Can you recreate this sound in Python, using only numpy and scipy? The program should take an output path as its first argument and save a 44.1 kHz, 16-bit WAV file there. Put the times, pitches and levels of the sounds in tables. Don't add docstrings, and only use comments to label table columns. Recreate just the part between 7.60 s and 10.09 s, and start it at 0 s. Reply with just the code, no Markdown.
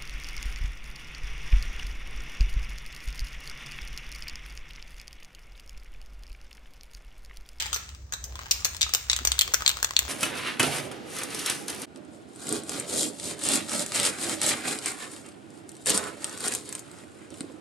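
import sys
import numpy as np
from scipy import signal
from scipy.fft import rfft, irfft
from scipy.io import wavfile
from scipy.ndimage import uniform_filter1d

SR = 44100
rng = np.random.default_rng(int(sys.argv[2]) if len(sys.argv) > 2 else 0)


def generate_wav(sig):
    pcm = np.round(np.clip(np.atleast_2d(sig).T, -1, 1) * 32767).astype(np.int16)
    wavfile.write(sys.argv[1], SR, pcm)


N = 109676

# start in seconds, relative level in dB, place from 0 (clacking end)
# to 1 (chinking end), top fizz in dB, low knock in dB, most excited shell resonance in Hz.
END_STRIKES = [(-0.012, -0.5, 0.22, 6, 3.5, 5000), (0.1292, -7, 0.32, 7, 8.5, 1304),
               (0.1434, -9, 1, 0.5, -35, 5360), (0.1607, -11.5, 0.73, 2, 9, 4270),
               (0.523, -13.5, 0.62, 1.5, 6, 1590), (0.5359, -12, 0.23, 9, 12.5, 6300),
               (0.6402, -16.5, 1, 2, -1, 6360), (0.91, -2.5, 0.91, 6, 0.5, 4350),
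               (0.913, 3, 0.9, -12, -33, 4800), (1.0469, -1, 0.73, 5, -5.5, 5000),
               (1.052, -6, 0.73, 5, 8.5, 5670), (1.2105, -3.5, 0.2, 7, 3.5, 2250),
               (1.216, 1.5, 0.55, -3, -35, 3780), (1.229, 2.5, 0.72, -24, -5.5, 4020),
               (1.3369, 0, 0.85, 4, -0.5, 5000), (1.348, -0.5, 0.55, 11, 7, 5350),
               (1.4978, 4, 0.41, -12.5, -0.5, 3930), (1.5308, 0, 0.4, -7, 4, 3780),
               (1.5634, -9, 0.24, 14, 5.5, 6750), (1.6506, -2.5, 0.79, 6.5, 9, 7000),
               (1.672, 0, 0.68, 2, 3, 6360), (1.7179, -1.5, 0.086, 10, 10, 8650),
               (1.7905, 2.5, 0.061, 14.5, 1, 3760), (1.8102, 1.5, 0.27, 11, -2.5, 4700),
               (1.8174, -3, 0.24, 16.5, 6, 3250), (1.9376, -4, 0.87, 9.5, 8, 1355),
               (1.9423, 3.5, 1.0, -2.5, 1, 1460), (2.062, 4, 0.24, -6, 2.5, 4000),
               (2.0773, 3, 0, 15, 10, 6600), (2.092, -3, 0.084, 20, 9, 3800),
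               (2.1002, -5, 0.17, -33, 11.5, 3200), (2.228, -0.5, 0.79, 5, 6.5, 1620),
               (2.245, -0.5, 0.55, 3.5, 9.5, 6900), (2.3652, 3.5, 0.078, -1, -1, 4050),
               (2.3904, 1.5, 0.32, 14.5, 4.5, 2780)]
# start in seconds, relative level in dB, added treble in dB.
WALL_TAPS = [(0.0226, 3, 10.5), (0.0581, 5, 1), (0.064, -4.5, 11), (0.2903, -12, 12.5),
             (0.3477, -13.5, 8.5), (0.755, 3.5, -1), (0.7907, 8, -6.5), (1.1469, 1.5, 4.5),
             (1.166, -15, 24.5), (1.264, 8, -11), (1.2921, 5, 2.5), (1.5148, 0.5, 16), (1.589, 7, 2.5),
             (1.7531, 3.5, -6), (1.8773, 2.5, 8), (2.0069, 8, -1.5), (2.021, 13.5, -4), (2.1138, 4, 8),
             (2.1699, 7, 2), (2.3076, 11.5, -0.5), (2.4797, 8.5, -6)]
# frequency in Hz, clacking end in dB, chinking end in dB.
END_COLOUR = [(280, -28, -13), (430, -23, 2), (746, -12, -3.5), (1404, -1.5, 3), (1800, 2.5, 7.5),
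              (2780, 12, 5), (4060, 16.5, 4.5), (5380, 2.5, 11.5), (6400, 8.5, 16), (8080, 9.5, 7.5),
              (9610, -13.5, 2), (11050, -28.5, -19), (12600, -8.5, 2), (15100, -13.5, 8.5),
              (16000, -53, -17)]
# frequency in Hz, gain in dB.
WALL_COLOUR = [(200, -24.5), (700, -18.5), (1200, -11), (2800, -10.5), (8300, -14.5), (10500, -32.5),
               (15000, -24.5)]
# time in seconds, level in dB.
SWISH_LEVEL = [(0, -47), (.5, -67.5), (.85, -48), (1.35, -53.5), (1.65, -47), (2.15, -44.5), (2.33, -48),
               (2.48, -41)]
# frequency in Hz, relative gain in dB.
SWISH_COLOUR = [(150, -9.5), (500, 1), (1200, 1.5), (2200, -3), (7200, -1), (10500, -43), (14500, -7.5)]
# middle in seconds, half length in seconds, centre in Hz, level in dB.
HANDLING = [(0.72, 0.1, 550, -57), (1.616, 0.008, 207, -41), (1.893, 0.041, 400, -51.5)]
# frequency in Hz, dB added on the left and taken from the right.
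LEFTWARD = [(500, 2), (3000, 1.15), (7500, 2.5), (13000, -0.5)]
# time in seconds, level sent to the room in dB.
ROOM_SEND = [(0, -3.5), (1, -6.5), (2.4, -15.5)]
# frequency in Hz, time to fall 60 dB in seconds, relative level in dB.
ROOM_DECAY = [(300, 0.12, 2.5), (1870, 0.53, 4), (5900, 0.39, 0), (7900, 0.73, -5), (11700, 0.23, 0.5),
              (14200, 0.23, 6)]
# time in seconds, level in dB.
HUM_LEVEL = [(0, -47), (.7, -47.5), (1.05, -45.5), (1.25, -71), (1.45, -47), (1.68, -34.5), (1.85, -58),
             (2.45, -50)]
# frequency in Hz, relative gain in dB.
FLOOR_COLOUR = [(30, -29), (46, -4), (65, 2), (105, -7), (140, -16), (220, -23.5), (1500, -40.5),
                (3200, -49.5), (6000, -35.5), (11000, -66), (15000, -55)]

RISE_S, CRACK_S, RING_S, RING_DB = .001, 0.00033, 0.0025, -12
RETOUCH_DB, RETOUCH_S = -7, .0008
ROUGH_ABOVE_HZ = 2400
GRAIN_DB = 1.19
LEFT_LEAD_S = 0.0002
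APART = 0.73
SHELL_DB, SHELL_Q, SHELL_TILT = 12.5, 5.7, 0.39
TAP_RING_HZ, TAP_RISE_HZ_PER_S = 937, 160
ROLL_OVER_SWISH_DB = 48.5
SWISH_GRAINS_PER_S, SWISH_SPREAD_DB = 1200, 3.5
TAP_ROOM_DB = -3.5
EARLY_DB, EARLY_S, EARLY_PER_S = 2.5, 0.011, 1000
HUM_HZ, HUM_WAVER_HZ, HUM_WAVER = 63.4, 9.6, .6
FLOOR_DB = -47
EDGE_HZ = 16500
LEAD_IN = SR // 10

SIZE = 4096
HZ, T = np.fft.rfftfreq(SIZE, 1 / SR), np.arange(SIZE) / SR


def strikes(fizz_hz=9000, knock_hz=1850):
    out = np.zeros((2, LEAD_IN + N))
    fizz = 1 / (1 + (fizz_hz / (HZ + 1)) ** 6)
    knock = 1 / (1 + (HZ / knock_hz) ** 10)
    for s, db, place, fizz_db, knock_db, ring_hz in END_STRIKES:
        end = (1 - place) * read(END_COLOUR, HZ, axis=1) + place * read(END_COLOUR, HZ, axis=2)
        add(out, s, impact(db + end + fizz_db * fizz + knock_db * knock + shell(ring_hz)))
    return out


def impact(colour_db):
    shared, left, right = rng.standard_normal((3, SIZE))
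    after = np.maximum(T - RISE_S, 0)
    decay = np.exp(-after / CRACK_S) + amp(RING_DB) * np.exp(-after / RING_S)
    shape = np.minimum(T / RISE_S, 1) * decay
    crack = rfft(shape * (shared + APART * np.array([left, right])))
    crack /= np.sqrt(uniform_filter1d(abs(crack) ** 2, size=90, axis=1))
    retouch = amp(RETOUCH_DB) * np.exp(-2j * np.pi * HZ * RETOUCH_S * (.5 + rng.random()))
    rough = 1 / (1 + (ROUGH_ABOVE_HZ / (HZ + 1)) ** 6)
    push = np.exp(-2j * np.pi * HZ * RISE_S)
    crack = np.sqrt(rough) * crack * unit(1 + retouch) + np.sqrt(1 - rough) * push
    grain = GRAIN_DB * unit(uniform_filter1d(rng.standard_normal(len(HZ)), size=60))
    sound = crack * causal(colour_db + grain)
    sound[1] *= np.exp(-2j * np.pi * HZ * LEFT_LEAD_S)
    return irfft(sound)


def causal(db):
    log_gain = np.log(amp(np.r_[db, db[-2:0:-1]]))
    return np.exp(np.conj(signal.hilbert(log_gain)))[:len(db)]


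def shell(ring_hz):
    peak_db = SHELL_DB * (TAP_RING_HZ / ring_hz) ** SHELL_TILT
    return peak_db / (1 + (2 * SHELL_Q * (HZ / ring_hz - 1)) ** 2)


def taps(treble_hz=2000, scatter_octaves=0.63):
    out = np.zeros((2, LEAD_IN + N))
    treble = 1 / (1 + (treble_hz / (HZ + 1)) ** 4)
    for (s, db, treble_db), chance in zip(WALL_TAPS, rng.random(len(WALL_TAPS))):
        ring_hz = (TAP_RING_HZ + TAP_RISE_HZ_PER_S * s) * 2 ** (scatter_octaves * (chance - .5))
        add(out, s, impact(db + read(WALL_COLOUR, HZ) + treble_db * treble + shell(ring_hz)))
    return out


def rolling(spread_db=6, octaves=3.0, count=110):
    out = np.zeros((2, LEAD_IN + N))
    for k, (when, size, pitch) in enumerate(rng.random((count, 3))):
        s = (k + when) / count * N / SR
        db = np.interp(s, *np.transpose(SWISH_LEVEL)) + ROLL_OVER_SWISH_DB - 2 * spread_db * size
        ring_hz = (TAP_RING_HZ + TAP_RISE_HZ_PER_S * s) * 2 ** (pitch - .5)
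        dull = -10 * np.log10(1 + (np.log2((HZ + 1) / ring_hz) / octaves) ** 4)
        add(out, s, impact(db + read(WALL_COLOUR, HZ) + dull + shell(ring_hz)))
    return out


def swish():
    sizes = amp(SWISH_SPREAD_DB * np.minimum(rng.exponential(1, (3, N)), 5))
    present = rng.random((3, N)) < SWISH_GRAINS_PER_S / SR
    grains = sizes * rng.standard_normal((3, N)) * present
    level = amp(np.interp(np.arange(N) / SR, *np.transpose(SWISH_LEVEL)))
    return level * coloured(grains[:2] + .5 * grains[2], SWISH_COLOUR)


def handling(octaves=0.82):
    t, hz = np.arange(N) / SR, np.fft.rfftfreq(N, 1 / SR) + 1
    out = np.zeros((2, N))
    for s, half, centre_hz, db in HANDLING:
        noise = rng.standard_normal(N) + APART * rng.standard_normal((2, N))
        band = irfft(rfft(noise) * np.exp(-(np.log2(hz / centre_hz) / octaves) ** 2), N)
        out += amp(db) * np.exp(-((t - s) / half) ** 2) * unit(band)
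    return out


def to_the_left(x):
    db = read(LEFTWARD, np.fft.rfftfreq(N, 1 / SR))
    return irfft(rfft(x) * amp([db, -db]), N)


def workshop(x, count=4):
    t = (np.arange(x.shape[1]) - LEAD_IN) / SR
    sent = x[0] * amp(np.interp(t, *np.transpose(ROOM_SEND)))
    zone = np.floor(t * 10) % count
    wet = sum(signal.fftconvolve((sent * (zone == k))[None], room_tail(), axes=1) for k in range(count))
    return wet[:, :len(t)]


def room_tail(onset_s=0.0028):
    t = np.arange(SR // 2) / SR
    hz, at, z = signal.stft(rng.standard_normal((2, len(t))), SR, nperseg=256)
    decay = np.exp(-np.log(1000) * at / read(ROOM_DECAY, hz)[:, None])
    z = z * decay * amp(read(ROOM_DECAY, hz, axis=2))[:, None]
    tail = signal.istft(z, SR, nperseg=256)[1][:, :len(t)] * np.minimum(t / onset_s, 1) ** 2
    signs = np.sign(rng.standard_normal(tail.shape))
    echoes = signs * (rng.random(tail.shape) < EARLY_PER_S / SR)
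    early = echoes * np.exp(-t / EARLY_S) * (t > .0015)
    return (unit(tail) + amp(EARLY_DB) * unit(early)) / np.sqrt(len(t))


def background(mono_hz=700):
    t, hz = np.arange(N) / SR, np.fft.rfftfreq(N, 1 / SR)
    mid, side = rng.standard_normal((2, N))
    side = irfft(rfft(side) * hz / np.hypot(hz, mono_hz), N)
    waver = unit(irfft(rfft(rng.standard_normal((2, N))) / (1 + (hz / HUM_WAVER_HZ) ** 2), N))
    turn = 2 * np.pi * HUM_HZ * t
    hum = unit((1 + HUM_WAVER * waver[0]) * np.sin(turn) + HUM_WAVER * waver[1] * np.cos(turn))
    hum *= amp(np.interp(t, *np.transpose(HUM_LEVEL)))
    floor = amp(FLOOR_DB) * coloured(np.array([mid + side, mid - side]), FLOOR_COLOUR)
    return floor + hum


def amp(db):
    return 10 ** (np.asarray(db) / 20)


def unit(x):
    return x / np.sqrt(np.mean(abs(x) ** 2) + 1e-20)


def read(table, hz, axis=1):
    table = np.array(table)
    return np.interp(np.log(hz + 1), np.log(table[:, 0]), table[:, axis])


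def add(mix, s, sound):
    part = mix[:, LEAD_IN + round(s * SR):][:, :sound.shape[1]]
    part += sound[:, :part.shape[1]]


def coloured(x, table):
    return unit(irfft(rfft(x) * amp(read(table, np.fft.rfftfreq(N, 1 / SR))), N))


def scene():
    hard = strikes()
    soft = taps() + rolling()
    room = workshop(hard + amp(TAP_ROOM_DB) * soft)[:, LEAD_IN:]
    direct = (hard + soft)[:, LEAD_IN:] + swish() + handling()
    return to_the_left(direct) + room + background()


def record(dry):
    rounded = np.tanh(dry)
    low_pass = signal.firwin(255, EDGE_HZ, window=("kaiser", 9), fs=SR)
    return signal.oaconvolve(rounded, low_pass[None], "same")


dry = scene()
out = record(dry)
generate_wav(out)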